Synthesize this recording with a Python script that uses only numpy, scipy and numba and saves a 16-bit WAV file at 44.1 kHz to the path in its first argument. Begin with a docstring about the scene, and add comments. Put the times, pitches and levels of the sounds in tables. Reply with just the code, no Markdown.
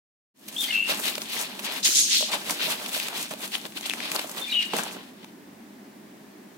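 """Stiff painted canvas is pulled in scraps from a pile, close up: banded click noise hisses and scrapes under drag and tugs.
Fibres and paint crust snap as short rings, sheets thump as low knocks, and glass bangles rattle past once as a rush of rings.
A bird calls twice outside the window in gliding sines, over a room drone of coloured noise and hum.
After a silent start the sound fades in."""
import sys
import numpy as np
from scipy import signal
from scipy.fft import rfft, irfft
from scipy.io import wavfile
from scipy.ndimage import uniform_filter1d
from numba import njit

SR = 44100
rng = np.random.default_rng(int(sys.argv[2]) if len(sys.argv) > 2 else 0)


def persist_wave(psi):
    """Save psi, clipped to +-1, as 16-bit WAV."""
    counts = np.round(np.clip(psi, -1, 1) * 32767).astype(np.int16)
    wavfile.write(sys.argv[1], SR, np.atleast_2d(counts).T)


N = 289966


def undb(db):
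    """Decibels to gain."""
    return 10 ** (np.asarray(db) / 20)


def unit(x):
    """Scale to rms 1."""
    return x / np.sqrt(np.mean(x ** 2))


def curves(table):
    """Columns joined by straight lines, one value a sample."""
    s, *columns = np.transpose(table)
    return [np.interp(np.arange(N) / SR, s, c) for c in columns]


def band(x, lo_hz, hi_hz, order=2):
    """Band-pass along time."""
    return signal.sosfilt(signal.butter(order, [lo_hz, hi_hz], "band", fs=SR, output="sos"), x)


def walk(rate):
    """Random levels held 1 / rate s and slewed twice; spread near 1."""
    k = int(SR / rate)
    steps = np.repeat(rng.standard_normal(N // k + 1), k)
    return 1.15 * uniform_filter1d(uniform_filter1d(steps, k), k)[:N]


def add(out, s, rise_s, fall_s, gain, bluntness):
    """Add a swell that peaks at s; rise and fall are the times of one e-fold."""
    first = max(int((s - 6 * rise_s) * SR), 0)
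    last = min(int((s + 6 * fall_s) * SR), N)
    t = np.arange(first, last) / SR - s
    swell = np.exp(-np.where(t < 0, -t / rise_s, t / fall_s) ** bluntness)
    out[..., first:last] += gain[..., None] * swell


def tail(x, t60, wet_db):
    """Dry sound plus a dense decay, different at each port."""
    t = np.arange(int(t60 * SR)) / SR
    decay = np.exp(-np.log(1000) * t / t60)
    echo = unit(rng.standard_normal((2, len(t))) * decay) / np.sqrt(len(t))
    return x + undb(wet_db) * signal.fftconvolve(x * np.ones((2, 1)), echo, axes=1)[:, :N]


@njit
def rings(n, start, hz, t60, rise, left, right):
    """Sines that build up for rise s and then decay, one for each grain."""
    out = np.zeros((2, n))
    for g in range(len(start)):
        decaying_turn = np.exp(2j * np.pi * hz[g] / SR - np.log(1000.) / (t60[g] * SR))
        steady_turn = np.exp(2j * np.pi * hz[g] / SR)
        up = int(rise[g] * SR)
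        z = 1. + 0j
        for i in range(start[g] - up, min(n, start[g] + int(t60[g] * SR))):
            z *= steady_turn if i < start[g] else decaying_turn
            y = z.imag * min(1., (i - start[g] + up + 1.) / (up + 1.)) ** 2
            out[0, i] += left[g] * y
            out[1, i] += right[g] * y
    return out


LEFT_LAG_S = 0.00018  # arrival of the shared clicks


def crackle(spread_db, alike, count):
    """Dense clicks of uneven size; part reaches both ports, the left a little later."""
    clicks = np.zeros((3, N))  # left alone, right alone, shared
    chance = rng.standard_normal((3, count))
    places = rng.integers(0, N, (3, count))
    size = chance * undb(spread_db * np.minimum(rng.exponential(size=chance.shape), 3.3))
    np.add.at(clicks, (np.arange(len(clicks))[:, None], places), size)
    both = np.array([np.roll(clicks[-1], int(LEFT_LAG_S * SR)), clicks[-1]])
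    alike = np.clip(alike, 0, 1)
    return np.sqrt(1 - alike) * clicks[:-1] + np.sqrt(alike) * both


# registers of the fibre hiss, each with a flicker of its own: low_hz [Hz], high_hz [Hz], level_db [dB]
HISS_REGISTERS = [(4050, 6360, -9.5), (6460, 9970, -4), (10500, 16500, -5.5)]


def canvas():
    """Stick-slip crackle of the weave in several registers; breaking fibres click in all of them at once."""
    high, middle, low = handling() * undb(1.12 * walk(25.164))
    fibres = unit(crackle(3.8, 0.28, count=12000)) * undb(2.0 * walk(60))

    def weave(share, spread_db, alike, count):
        """Common fibre clicks plus a crackle of the register's own."""
        return share * fibres + unit(crackle(spread_db, alike, count=count))

    grit = weave(.75, 3.8, .25, count=45000) * undb(1.5 * walk(45) + 1.5 * walk(220))
    hiss = 0
    for k, (low_hz, high_hz, level_db) in enumerate(HISS_REGISTERS):
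        register = unit(band(grit, low_hz, high_hz)) * undb(level_db + 1.8 * walk(35))
        hiss = hiss + (-1) ** k * register  # polarity alternates between registers
    scrape = -unit(band(weave(0.54, 1.8, 0.26, count=40000), 2130, 4380)) * undb(3.15 * walk(40))
    rasp = unit(band(weave(0.58, 2.6, 0.24, count=20000), 1410, 1880)) * undb(-11.0 + 3.0 * walk(22))
    body = unit(band(weave(0.53, 3.6, 0.7, count=16000), 427, 1430)) * undb(2.2 * walk(29.92))
    flap = unit(band(crackle(1.6, 1.0, count=4000), 152, 355)) * undb(-7.5 + 4.7 * walk(11))
    rub = swishes() * (scrape + undb(1.0) * hiss + undb(-4.5) * body)
    creases = crumple(middle.mean(axis=0))
    return high * hiss + middle * scrape + low * (body + flap + rasp) + rub + creases


# steady drag of the sheet over the pile:
# time_s [s], hiss_db [dB], scrape_over_hiss_db [dB], body_over_hiss_db [dB]
DRAG_CURVE = [(0.44, -53.5, -4, -10), (0.72, -43.5, 11, -4.5), (0.84, -48, 0, -7), (1.0, -45.5, -32, 2.5),
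              (1.25, -43, 1.5, -7), (1.6, -49.5, 5, 0.5), (1.85, -52, 3, -5), (2.15, -53, 12.5, -23),
              (2.3, -44.5, 0.5, -2), (2.6, -41.5, 3.5, -3), (3.1, -46.5, 0.5, -0.5), (3.5, -52.5, -3, -13),
              (3.82, -51.5, 1, -6), (3.9, -43.5, 9, -2.5), (4.1, -42.5, 4, 1.5), (4.3, -45, -2, -6),
              (4.55, -43.5, 5.5, -11), (4.71, -54, 9, 0), (4.9, -48.5, 8, 5), (4.97, -57.5, 9, 11.5),
              (5.04, -57, 6.5, 2), (5.12, -67, 9, 1.5), (5.3, -68.5, 9, -3)]
# tugs at the cloth: peak_s [s], hiss_db [dB], rise_ms [ms], fall_ms [ms],
# scrape_over_hiss_db [dB], body_over_hiss_db [dB], left_minus_right_db [dB]
CLOTH_TUGS = [(0.483, -38, 2.1, 15, -4, -23, -1), (0.643, -32.5, 60, 33, -14, -21.5, -1),
              (0.9, -30, 18, 40, 7.5, -5.5, -0.5), (0.996, -33.5, 4.6, 5.4, -18, -13, -6),
              (1.063, -34.5, 37, 54, 8, -24, 3), (1.227, -35, 11, 2, 2, -15, -2),
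              (1.335, -40, 14, 60, 4, -20, 1), (1.425, -33.5, 60, 16, -0.5, -11, 2),
              (1.595, -37, 2.3, 6, 2, -6, -3), (1.656, -41, 18, 20, 0, -3.5, 3),
              (1.781, -37.5, 68, 20, 0, -1.5, 2.5), (1.857, -27, 11, 85, -2, -21, 1),
              (1.992, -47, 42, 85, 5, -38, 5), (2.176, -34, 61, 40, 2.5, -38, -1),
              (2.337, -33, 19, 26, 6.5, -3, 1.5), (2.51, -35, 21, 23, -3, -6.5, -0.5),
              (2.625, -42, 22, 20, 8, -3.5, 0), (2.714, -35, 38, 51, -1.5, -8.5, 0),
              (2.93, -37.5, 6.5, 83, -8, -35, 1), (3.07, -44.5, 85, 8.6, 3.5, -7.5, -1),
              (3.213, -36, 40, 30, 2.5, -5, 0), (3.311, -45, 3.8, 26, 1.5, 7, -2),
              (3.441, -39, 38, 22, 2.5, -1, 1), (3.545, -33, 19, 23, -1.5, -11, 0),
              (3.666, -40.5, 18, 4, 1, 1, -1), (3.772, -43.5, 8.7, 10, 9.5, -8, 0.5),
              (3.864, -37.5, 15, 7.5, 6, -18, 1), (4.118, -43, 3, 12, -18, -8, 2),
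              (4.161, -34, 16, 3.2, -5, -4.5, 4), (4.21, -42.5, 21, 35, -2, -12, 4),
              (4.316, -39, 7.9, 7.3, -10, -7, 0), (4.385, -38.5, 26, 35, -7.5, -3.5, -5),
              (4.63, -42.5, 11, 2.4, 3, -25, 4), (4.656, -48, 5.8, 5.7, -1, -27, -1.5),
              (4.735, -42, 1.4, 24, 1, 6.5, -4), (4.789, -36.5, 31, 27, 6.5, -1, 2),
              (4.836, -41.5, 4.9, 36, -9, -18, -6), (4.94, -47, 44, 16, -11, -12, -2),
              (5.234, -63, 3.6, 4, 12, 2, 3)]
TUG_BLUNTNESS = 1.275  # 1 = pointed swell, 2 = round bell


def handling():
    """Gains of hiss, scrape and body at both ports: a steady drag plus the tugs."""
    hiss_db, scrape_db, body_db = curves(DRAG_CURVE)
    dragging = np.arange(N) / SR < DRAG_CURVE[-1][0]
    layers = undb([hiss_db, hiss_db + scrape_db, hiss_db + body_db])
    out = dragging * layers[:, None] * np.ones((2, 1))
    for s, hiss_db, rise_ms, fall_ms, scrape_db, body_db, pan_db in CLOTH_TUGS:
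        layers = undb([hiss_db, hiss_db + scrape_db, hiss_db + body_db])
        gain = np.outer(layers, undb([pan_db / 2, -pan_db / 2]))
        add(out, s, max(rise_ms, 1) / 1000, max(fall_ms, 1) / 1000, gain, TUG_BLUNTNESS)
    return out


def crumple(drag, count=1500):
    """Small creases pop while the sheet is dragged, each with its own pitch and length."""
    start = rng.integers(SR // 2, N, count)
    pitch, length, side = rng.standard_normal((count, 3)).T
    hz = np.clip(2800 * np.exp(.6 * pitch), 1500., 12000.)
    t60 = 14 * np.exp(0.5 * length) / hz
    size = drag[start] * undb(-5.0 + 3.0 * np.minimum(rng.exponential(size=count), 3.0))
    return rings(N, start, hz, t60, 2.55 / hz, size * undb(4.3 * side), -size * undb(-4 * side))


# single snaps of threads and paint crust: start_s [s], level_db [dB], ring_hz [Hz],
# left_minus_right_db [dB], ring_cycles [cycles to -60 dB, at least 1], swish_db [dB]
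THREAD_SNAPS = [(1.056, -16, 3360, -2, 18, -33), (1.08, -18, 3000, 1, 10, -38),
                (1.152, -19, 4500, 4, 7, -49), (1.155, -12, 5200, 4, 8, -35),
                (1.182, -32, 2750, -1, 4, -29.5), (1.219, -13, 5100, 7, 7.3, -37),
                (1.5938, -19, 3080, -4, 5.5, -46), (1.766, -23, 2530, 3, 4, -40),
                (2.498, -17.5, 2230, -2, 9.7, -38), (2.862, -30, 2680, 4, 6, -36.5),
                (2.893, -22, 3500, 4, 16, -44), (2.92, -28, 3380, 8, 8, -41), (2.947, -23, 3300, 4, 6, -43),
                (2.978, -23, 3000, 4, 5, -47), (3.0006, -15, 3060, 8, 9.2, -40),
                (3.0848, -20.5, 2650, 7, 11, -33), (3.338, -25, 2600, 2, 5, -41),
                (3.477, -30, 9500, 2, 5, -45), (3.5206, -32, 3690, 2.5, 4, -43),
                (3.553, -12, 3210, 7.5, 22, -42), (3.583, -31, 2300, 5, 5.5, -48),
                (3.602, -27, 3350, 10, 5, -52), (3.615, -25, 5200, 6, 6, -60),
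                (3.654, -19, 3370, 14, 4.4, -54), (3.723, -29, 2620, 11, 3, -58),
                (3.7745, -25, 2980, 10.5, 20, -50), (3.811, -20, 6500, 3, 5.5, -42),
                (3.8306, -27, 3400, 10, 3, -41), (3.86, -18, 3600, 6, 11, -40),
                (3.898, -11.5, 3320, 7, 13, -34), (3.9075, -19, 2650, 8, 20, -54),
                (3.914, -21, 2650, 9, 22, -56), (3.937, -11.5, 2240, 3, 3.6, -33.5),
                (4.0042, -16, 2390, 7, 4.6, -39), (4.1177, -15.5, 2770, 4, 8.5, -30),
                (4.163, -11, 4360, 11, 10, -34), (4.194, -26, 7040, -3, 4, -32),
                (4.217, -30, 9000, 0, 4, -41), (4.2963, -26, 4590, 7, 3, -37),
                (4.629, -28, 4950, 3, 4, -46), (4.7377, -18.5, 3000, 7, 8, -53),
                (4.767, -21, 2000, 3, 6, -39), (4.7872, -20.5, 2650, 10, 18, -48),
                (4.836, -13.5, 7900, 13, 7.1, -45), (4.912, -26, 2600, 5, 5.4, -58),
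                (4.949, -34, 2300, 3, 5, -58), (4.968, -31, 1500, -2, 3.9, -61),
                (5.2455, -32, 2820, 13, 3.4, -44)]
TICK_DB, OVERTONE_DB, THUD_DB = -18, -13, -23  # parts of a snap against its ring
SNAP_LAG_S = .00005  # left after right


def snaps():
    """Snaps ring a few cycles, with overtone, sharp tick and dull thud, smeared by the folds around."""
    s, db, hz, pan_db, cycles, _ = np.transpose(THREAD_SNAPS)
    t60 = np.maximum(cycles, 1) / hz
    start, left, right = (s * SR).astype(np.int64), undb(db + pan_db / 2), undb(db - pan_db / 2)
    ring = rings(N, start, hz, t60, 1.04 / hz, left, right)
    over = rings(N, start, 2.16 * hz, 0.52 * t60, 3.1 / hz, left, right)
    tick = rings(N, start, 8800.0 + 0 * s, 0.00061 + 0 * s, 0.00035 + 0 * s, left, right)
    thud = rings(N, start, 0.53 * hz, 0.59 * t60, 0.81 / hz, left, right)
    both = ring + undb(OVERTONE_DB) * over + undb(TICK_DB) * tick + undb(THUD_DB) * thud
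    lagged = np.array([np.roll(both[0], int(SNAP_LAG_S * SR)), both[1]])
    return tail(lagged, .006, -11)


SWISH_RISE_S, SWISH_FALL_S = .002, .002


def swishes():
    """Gain of the short rub that leads up to each snap and dies after it."""
    out = np.zeros(N)
    for s, *_, swish_db in THREAD_SNAPS:
        add(out, s, SWISH_RISE_S, SWISH_FALL_S, undb(swish_db), 2)
    return out


# sheets knocking on the pile: start_s [s], level_db [dB], ring_hz [Hz]
SHEET_THUMPS = [(0.894, -22, 574), (0.918, -20.5, 627), (1.179, -24.5, 590), (1.889, -27, 348),
                (2.208, -25.5, 588), (2.226, -20.5, 616), (2.335, -21, 1000), (2.5, -23, 975),
                (2.681, -25.5, 646), (2.965, -25, 650), (3.311, -27.5, 674), (3.336, -28, 590),
                (3.762, -28, 345), (4.151, -25.5, 576), (4.244, -25.5, 676), (4.7346, -17, 850),
                (4.739, -16.5, 470), (4.765, -23.5, 667), (4.786, -22.5, 785), (4.866, -29, 880),
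                (4.966, -35, 540)]
THUMP_T60_S = 0.022


def thumps():
    """A low knock with a shorter, higher slap on top."""
    s, db, hz = np.transpose(SHEET_THUMPS)
    start, t60 = (s * SR).astype(np.int64), THUMP_T60_S + 0 * s
    knock = rings(N, start, hz, t60, 0.3 / hz, undb(db - 3.0), undb(db + 2.5))
    slap = rings(N, start, 1.45 * hz, 0.24 * t60, 0.44 / hz, undb(db), undb(db))
    return knock + undb(2.5) * slap


# course of the bangle rattle: time_s [s], level_db [dB], middle_pitch_hz [Hz]
BANGLE_RATTLE = [(1.818, -63, 5000), (1.83, -25, 4960), (1.846, -16.5, 5570), (1.852, -11.5, 5930),
                 (1.89, -22.5, 6100), (1.935, -21, 5700), (1.95, -15, 6150), (1.985, -12.5, 6500),
                 (2.02, -17, 6500), (2.085, -24, 5960), (2.11, -18, 5300), (2.145, -16.5, 4800),
                 (2.172, -17.5, 4350), (2.22, -22, 4740), (2.3, -32.5, 4460)]
# ring modes of the glass: pitch_hz [Hz], relative_level_db [dB], t60_s [s, before shortening]
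GLASS_MODES = [(3050, 4, 0.03), (3300, 1.5, 0.093), (3780, -5.5, 0.18), (3840, -5, 0.19), (3920, 1, 0.039),
               (4310, -1, 0.27), (4980, -3, 0.13), (4870, -7, 0.083), (5700, -19, 0.068), (5370, -12, 0.14),
               (5800, -1.5, 0.074), (6550, -0.5, 0.13), (6400, -1, 0.21), (7660, -6, 0.098),
               (7170, -0.5, 0.11), (7640, -2.5, 0.073), (8070, -7, 0.066), (9600, -2, 0.085),
               (10200, 1.5, 0.071), (12500, 2, .04)]


def bangles(count=11000):
    """Thin rings clink in a dense rush; those pitched near the middle are struck hardest."""
    level_db, middle_hz = curves(BANGLE_RATTLE)
    first, last = BANGLE_RATTLE[0][0], BANGLE_RATTLE[-1][0]
    start = ((first + (last - first) * rng.random(count)) * SR).astype(np.int64)
    hz, db, t60 = np.array(GLASS_MODES)[rng.integers(0, len(GLASS_MODES), count)].T
    detune, left, right = rng.standard_normal((count, 3)).T
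    damped = rng.random(count) < .75  # held against the wrist: a short, loose tick
    hz = np.clip(hz * np.exp(np.where(damped, .15, .003) * detune), 1500., 15000.)
    t60 = np.where(damped, .012, 0.44 * t60)
    off_db = -7 * (np.log(hz / middle_hz[start]) / np.where(damped, .55, .22)) ** 2
    size = undb(level_db[start] + db + off_db + np.where(damped, -9, -12))
    return rings(N, start, hz, t60, 2.5 / hz, size * left, size * right)


# bird notes: start_s [s], length_s [s], first_hz [Hz], held_hz [Hz], last_hz [Hz],
# level_db [dB, before the throb], peak_place [0-1 of the length]
BIRD_NOTES = [(0.562, 0.013, 3180, 3290, 3370, -30, 0.5), (.58, 0.043, 3480, 3670, 3660, -30, 0.7),
              (0.612, 0.011, 3390, 3330, 3250, -29.5, 0.4), (0.632, 0.024, 3460, 3170, 3160, -33.5, 0.5),
              (0.678, 0.035, 1990, 2120, 2150, -41.5, 0.7), (0.704, 0.015, 3060, 2960, 2830, -35.5, .5),
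              (0.672, .014, 4750, 4600, 4500, -41, .5), (0.723, 0.13, 2710, 2752, 2750, -31, 0.33),
              (0.738, 0.112, 2630, 2650, 2700, -34.5, 0.1), (4.41, 0.046, 3640, 3590, 3480, -36.5, 0.7),
              (4.475, 0.042, 2370, 2385, 2380, -38, 0.4), (4.494, 0.024, 3900, 4110, 4560, -39, 0.1),
              (4.514, 0.024, 3890, 3776, 3620, -31.5, 0.3), (4.524, 0.012, 2880, 2860, 2830, -28, 0.3),
              (4.536, 0.015, 3180, 3140, 3000, -31, 0.3), (4.547, 0.035, 2934, 2947, 2920, -27.5, 0.27),
              (4.582, 0.029, 2900, 2920, 2860, -28, 0.5), (4.61, 0.036, 2515, 2200, 1770, -44, 0.1)]
GLIDE_IN_S, GLIDE_OUT_S = 0.0233, 0.019  # at most half a note each
NOTE_START_DB, NOTE_END_DB = -5.5, -5  # ends of a note against its peak
SLAP_S, SLAP_DB = 0.11, -17  # echo off a facing wall
YARD_T60_S, YARD_DB = .3, -1


def bird():
    """Whistles glide into and out of a held pitch, waver and throb, blurred by the walls outside."""
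    out = np.zeros(N)
    waver = 1 + .014 * walk(260)
    throb = undb(6 + walk(60) + 2.5 * walk(200) + 3 * walk(1200))
    for s, length, first_hz, held_hz, last_hz, db, peak in BIRD_NOTES:
        t = np.arange(int(length * SR)) / SR
        now = slice(int(s * SR), int(s * SR) + len(t))
        glides = [0, min(GLIDE_IN_S, length / 2), length - min(GLIDE_OUT_S, length / 2), length]
        hz = np.interp(t, glides, [first_hz, held_hz, held_hz, last_hz])
        arc = [0, np.clip(peak, .05, .95), 1]
        level_db = db + np.interp(t / length, arc, [NOTE_START_DB, 0, NOTE_END_DB])
        gate = np.clip(np.minimum(t, length - t) / 0.0016, 0, 1)
        whistle = np.sin(2 * np.pi * np.cumsum(hz * waver[now]) / SR)
        out[now] += gate * throb[now] * undb(level_db) * whistle
    out = out + undb(SLAP_DB) * np.roll(out, int(SLAP_S * SR))
    return tail(out * undb(np.array([[1.5], [-1.5]])), YARD_T60_S, YARD_DB)


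# colour of the room drone: pitch_hz [Hz], relative_density_db [dB per Hz]
ROOM_COLOUR = [(18, -91), (30, -48), (70, -25), (86, -44), (145, -12), (170, -12), (204, 0), (415, -9.5),
               (461, -17), (866, -17), (1350, -23), (1760, -19.5), (2750, -27), (13000, -35.5),
               (16000, -33.5)]
# how alike the drone is at the two ports: pitch_hz [Hz], likeness [0-1]
PORT_LIKENESS = [(60, 0.9), (130, 0.95), (290, 0.91), (640, 0.25), (1410, 0), (3100, 0.27), (6820, 0),
                 (15000, 0.45)]
# motor droning on the mains: pitch_hz [Hz], level_db [dB rms, before the waver]
MOTOR_HUM = [(100, -77), (202, -63), (301, -68.5)]
ROOM_DB, HUM_WAVER_DB = -47, 3.0


def room():
    """Coloured drone, alike at both ports in the bass, with an unsteady motor hum."""
    log_f = np.log(np.maximum(np.fft.rfftfreq(N, 1 / SR), 1))
    colour_hz, colour_db = np.transpose(ROOM_COLOUR)
    colour = undb(np.interp(log_f, np.log(colour_hz), colour_db))
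    alike_hz, likeness = np.transpose(PORT_LIKENESS)
    alike = np.clip(np.interp(log_f, np.log(alike_hz), likeness), 0, 1)
    mid, side = rfft(rng.standard_normal((2, N)))
    pair = np.sqrt(1 + alike) * mid + np.sqrt(1 - alike) * side * np.array([[1], [-1]])
    out = unit(irfft(colour * pair, N)) * undb(ROOM_DB + 0.81 * walk(1.465))
    t = np.arange(N) / SR
    for hz, db in MOTOR_HUM:
        level = undb(db + HUM_WAVER_DB * walk(12.0))
        out = out + level * np.sqrt(2) * np.sin(2 * np.pi * hz * t)
    return out


LOW_CUT_HZ = 167


def scene():
    """Near sounds lose their deepest bass and get a little of the small room."""
    near = canvas() + snaps() + thumps() + bangles()
    near = signal.sosfilt(signal.butter(3, LOW_CUT_HZ, "high", fs=SR, output="sos"), near)
    return tail(near, 0.22, -11.5) + bird() + room()


# colour of the microphone ports: centre_hz [Hz], width_hz [Hz], left_minus_right_db [dB]
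PORT_COLOURS = [(604, 92, -10), (3200, 810, 4.5)]
START_S, FADE_S, TOP_HZ = 0.34, 0.15, 15800


def record(dry):
    """Port colours, a fade-in from silence and the top cut."""
    out = dry
    for hz, width_hz, db in PORT_COLOURS:
        peak = band(out, hz - width_hz / 2, hz + width_hz / 2, order=1)
        out = out + (undb(np.array([[db], [-db]]) / 2) - 1) * peak
    out = out * np.clip((np.arange(N) / SR - START_S) / FADE_S, 0, 1)
    return signal.sosfilt(signal.ellip(10, .2, 80, TOP_HZ, fs=SR, output="sos"), out)


dry = scene()
out = record(dry)
persist_wave(out)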